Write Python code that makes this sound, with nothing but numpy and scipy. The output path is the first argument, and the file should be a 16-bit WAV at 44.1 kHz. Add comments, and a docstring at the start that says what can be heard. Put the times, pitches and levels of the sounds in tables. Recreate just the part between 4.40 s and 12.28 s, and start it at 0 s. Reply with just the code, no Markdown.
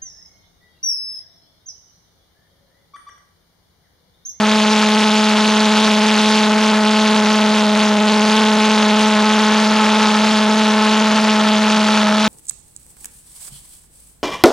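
"""A small valveless pulse jet buzzes in an open field from the first instant, hunting around 214 firings a
second. In each cycle the gas column swings like a sine, the intake roars, then a shock front and a
turbulent blast leave the ringing tailpipe. The microphone is so close that it overloads: the wave is
squared off, then thinned by the bass cut. Near 4 s the intake sucks hardest, near 5.6 s the shocks
peak, and in the last second the suction fades while the engine runs on."""
import sys
import numpy as np
from scipy import signal
from scipy.fft import rfft, irfft, next_fast_len
from scipy.io import wavfile

SR = 44100
rng = np.random.default_rng(int(sys.argv[2]) if len(sys.argv) > 2 else 0)


def wrap_up_sound(samples):
    """Save the sound to the file named by the first command line argument, as 16-bit audio."""
    columns = np.atleast_2d(samples).T
    # keep every value between -1 and 1, then stretch to whole-number steps
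    tamed = np.clip(columns, -1, 1)
    steps = np.round(tamed * 32767).astype(np.int16)
    wavfile.write(sys.argv[1], SR, steps)


N = 347508


def from_db(db):
    """Decibels to gain."""
    return 10 ** (np.asarray(db) / 20)


def unit_rms(x):
    """Scale to rms 1."""
    return x / np.sqrt(np.mean(x ** 2) + 1e-20)


def automation(rows):
    """One curve per column of a timed table, gliding from row to row."""
    seconds, *columns = np.transpose(rows)
    return [np.interp(np.arange(N) / SR, seconds, column) for column in columns]


def eq_db(points, hz):
    """Read an EQ curve on a log-frequency axis."""
    points = np.array(points)
    return np.interp(np.log(hz + 1), np.log(points[:, 0]), points[:, 1])


def filtered(x, response):
    """Pass x through a frequency response given as a function of Hz."""
    size = next_fast_len(N + SR // 10)
    hz = np.arange(size // 2 + 1) * SR / size
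    return irfft(rfft(x, size) * response(hz), size)[..., :N]


def shaped_noise(response):
    """White noise through a frequency response; rms 1."""
    return unit_rms(filtered(rng.standard_normal(N), response))


def noise(spectrum):
    """Noise coloured by an EQ curve; rms 1."""
    return shaped_noise(lambda hz: from_db(eq_db(spectrum, hz)))


def drift(width_hz, centre_hz=0):
    """Smooth random modulation at rates within about width_hz of centre_hz; rms 1."""
    return shaped_noise(lambda hz: 1 / (1 + ((hz - centre_hz) / width_hz) ** 4))


def per_firing(cycles):
    """Sample and hold: one normal draw for each firing."""
    return rng.standard_normal(N // 100)[np.maximum(cycles, 0).astype(int)]


def bell_gate(cycles, centre, width):
    """A bell-shaped opening once a firing; centre and width in cycles."""
    away = (cycles - centre + .5) % 1 - .5
    return np.exp(-.5 * (away / width) ** 2)


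# The engine's base pitch. Each row: time in seconds, firing rate in Hz.
FIRING_RATE = [(0.0, 213.7), (2.76, 214.2), (2.86, 212.1), (2.96, 213.9), (3.54, 210.8), (4.04, 215.5),
               (4.54, 213.2), (5.6, 214.8), (5.72, 213.1), (5.9, 215.5), (6.0, 212.8), (6.16, 215.3),
               (6.44, 213.9), (6.74, 216.1), (6.96, 213.5), (7.38, 214.2), (7.58, 212.1), (7.88, 214.1)]


def firing_clock(hunt, hunt_hz=0.594, wander_cycles=0.017):
    """Running count of cycles: the rate hunts, and the firing runs a little ahead of or behind its beat."""
    base_hz, = automation(FIRING_RATE)
    beat = 1 + np.cumsum(base_hz + hunt_hz * hunt) / SR
    return beat + wander_cycles * drift(width_hz=37.5)


def gas_column(cycles, mean_pressure):
    """The fundamental: the gas swings about a wandering mean. Its amplitude is one 'swing' of pressure."""
    return mean_pressure + 0.024 * drift(width_hz=26) - np.sin(2 * np.pi * cycles)


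# Colour of the intake turbulence. Each row: frequency in Hz, relative noise density in dB.
INTAKE_SPECTRUM = [(40, -4), (300, -12), (680, -10), (970, -5), (1400, 0.5), (2000, -8), (3700, -9),
                   (7000, -19), (14000, -29)]


def intake_roar(envelope, flame_db=-33.5):
    """Turbulence swells as the intake opens, over a faint steady bed of flame noise."""
    return (envelope + from_db(flame_db)) * noise(INTAKE_SPECTRUM)


def shock_front(cycles, moment, height, rise_cycles=0.024, decay_cycles=0.13, rings_per_cycle=2.9):
    """A steep front, its height new at each firing, that dies away while the pipe mouth rings."""
    age = cycles % 1 - moment
    after = np.maximum(age, 0)
    attack = .5 + .5 * np.tanh(age / rise_cycles)
    decay = np.exp(-after / decay_cycles)
    ring = 1 + 0.21 * np.cos(2 * np.pi * rings_per_cycle * after)
    return height * (1 + 0.063 * per_firing(cycles)) * attack * decay * ring


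# Fader ride on the tailpipe blast. Each row: time in seconds, base level in dB.
BLAST_LEVEL = [(0, -13), (0.4, -9), (1.1, -10), (1.95, -7), (2.2, -12), (2.7, -11.5), (3.55, -14),
               (3.95, -9.5), (4.9, -12.5), (5.5, -14), (5.75, -13), (6.45, -13.5), (7.88, -15)]
# Colour of the blast's turbulence. Each row: frequency in Hz, relative noise density in dB.
BLAST_SPECTRUM = [(40, -23), (300, -26), (900, -12.5), (1900, -5.5), (2600, 4), (3000, -0.5), (3400, 3.5),
                  (4150, -3), (4550, -1), (5100, -6.5), (7000, -6), (14000, -31)]


def tailpipe_blast(cycles, moment, hunt, lag_cycles=0.15, hunt_db=0.77, spread_db=1.5):
    """The long tailpipe blows a bright, turbulent puff after each shock; returns sound and envelope."""
    base_db, = automation(BLAST_LEVEL)
    level_db = base_db + hunt_db * hunt + spread_db * per_firing(cycles)
    envelope = bell_gate(cycles, moment + lag_cycles, width=0.12) * from_db(level_db)
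    return envelope * noise(BLAST_SPECTRUM), envelope


# The pipe's resonances. Each row: pitch in Hz, bandwidth in Hz, base level in dB.
PIPE_RESONANCES = [(444.6, 11, -35), (898, 71, -25), (1310, 77, -21.5), (3445, 240, -33)]


def pipe_hum():
    """Higher modes of the pipe, kept ringing through the whole cycle by the flame."""
    hum = 0
    for mode_hz, width_hz, level_db in PIPE_RESONANCES:
        mode = shaped_noise(lambda hz: hz / (hz * width_hz + 1j * (hz ** 2 - mode_hz ** 2)))
        hum = hum + from_db(level_db) * mode
    return hum


# The fizz of the finest eddies. Each row: frequency in Hz, relative noise density in dB.
EDDY_SPECTRUM = [(100, 0), (1000, 0), (3500, -1.5), (7000, -4.5), (10000, 3.5), (14000, 4.5)]


def fine_eddies(envelope, gain_db=-4.0):
    """Stereo fizz: eddies so small that they differ between the two microphone ports."""
    return from_db(gain_db) * envelope * np.array([noise(EDDY_SPECTRUM), noise(EDDY_SPECTRUM)])


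# How hard the engine burns. Each row: time in seconds, then mean pressure, base shock height and
# intake suction (negative), all three in swings of the gas column.
COMBUSTION_CURVES = [(0, -0.029, 1.09, -0.95), (1.3, 0.039, 0.95, -0.84), (2.7, 0.046, 0.98, -1.02),
                     (3.45, 0.036, 0.81, -0.62), (4.0, 0.14, 1.18, -2.4), (4.55, 0.059, 1.07, -1.85),
                     (5.05, -0.092, 1.37, -1.5), (5.3, -0.18, 1.17, -0.66), (5.55, -0.26, 1.56, -0.75),
                     (6.0, -0.077, 0.96, -0.69), (6.35, -0.0041, 1.27, -1.64), (6.72, -0.12, 1.07, -0.32),
                     (7.1, -0.13, 1.09, -0.84), (7.5, -0.16, 0.99, -0.055), (7.88, -0.21, 0.98, -0.093)]


def pulse_jet(intake_lead_cycles=0.16, roar_db_per_swing=3.5, hum_db_per_swing=5.5):
    """The firings drive every layer; returns the pressure at the two microphone ports, in swings."""
    mean_pressure, height, suction = automation(COMBUSTION_CURVES)
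    # the engine hunts, nearly regularly: as the firing speeds up, shock and blast grow
    hunt = drift(width_hz=1.521, centre_hz=3.333)
    height = height * (1 + 0.034 * hunt)
    cycles = firing_clock(hunt)
    swing = gas_column(cycles, mean_pressure)
    # a higher shock comes earlier in the cycle, with a louder roar and hum
    excess = height - 1
    moment = 0.3409 - 0.057 * excess
    # no two charges burn alike, so the shock's timing wanders and jitters
    moment = moment + 0.0066 * drift(width_hz=26) + 0.0084 * per_firing(cycles)
    # the short intake breathes ahead of the shock
    intake_open = bell_gate(cycles, moment - intake_lead_cycles, width=0.088)
    intake_envelope = intake_open * from_db(-3.5 + roar_db_per_swing * excess)
    front = shock_front(cycles, moment, height)
    blast, blast_envelope = tailpipe_blast(cycles, moment, hunt)
    roar = intake_roar(intake_envelope)
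    hum = from_db(hum_db_per_swing * excess) * pipe_hum()
    eddies = fine_eddies(blast_envelope + 0.58 * intake_envelope)
    return swing + suction * intake_open + roar + front + blast + hum + eddies


def scene():
    """The engine alone: the open field gives no echo."""
    return pulse_jet()


def overload(pressure, drive=2.88, ceiling=0.47, knee=3.7):
    """The microphone saturates at its ceiling; a higher knee makes the corner harder."""
    driven = drive * pressure
    return ceiling * driven / (1 + np.abs(driven) ** knee) ** (1 / knee)


# The microphone's tone. Each row: frequency in Hz, gain in dB.
MICROPHONE_EQ = [(30, -2), (214, 0), (320, -2.5), (430, -0.5), (620, 4), (730, -1.5), (870, 2),
                 (1500, -0.5), (1900, -1.5), (3400, -0.5), (5000, -1.5), (6500, -3.5), (8000, -9),
                 (9500, -9.5), (12000, -24.5), (14200, -40), (15500, -40)]
# Its stereo balance. 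Each row: frequency in Hz, left minus right in dB.
BALANCE_EQ = [(60, -5), (110, 1), (190, 0.5), (350, 0), (630, 0), (1140, 0), (2050, 1), (3680, 0.0),
              (6640, -1), (12000, -3)]


def microphone_colour(x, lag_samples=0.8):
    """Each port colours the sound a little differently, and the right one hears it slightly late."""
    sides = np.array([[.5], [-.5]])

    def response(hz):
        gain = from_db(eq_db(MICROPHONE_EQ, hz) + sides * eq_db(BALANCE_EQ, hz))
        return gain * np.exp(2j * np.pi * hz * sides * lag_samples / SR)
    return filtered(x, response)


# Colour of the hiss bed. Each row: frequency in Hz, relative noise density in dB.
HISS_SPECTRUM = [(30, -18), (150, 7), (1000, 18), (4000, 5), (7000, -8), (10000, -3), (12000, -10),
                 (14200, -18), (15500, -48)]


def hiss(level_db=-36):
    """A thin steady hiss under the engine, separate on each side."""
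    return from_db(level_db) * np.array([noise(HISS_SPECTRUM), noise(HISS_SPECTRUM)])


def record(dry, bass_cut_hz=448, waver_db=0.32, top_cut_hz=15800):
    """Overload, bass cut, a slight level waver and colour; then a thin steady hiss and a top cut."""
    squared = overload(dry)
    squared = squared - squared.mean(axis=1, keepdims=True)
    # the bass cut makes every flat top sag towards zero
    thin = signal.sosfilt(signal.butter(1, bass_cut_hz, "high", fs=SR, output="sos"), squared)
    wavering = thin * from_db(waver_db * drift(width_hz=42))
    top_cut = signal.cheby2(12, 70, top_cut_hz, fs=SR, output="sos")
    return signal.sosfilt(top_cut, microphone_colour(wavering) + hiss())


dry = scene()
out = record(dry)
wrap_up_sound(out)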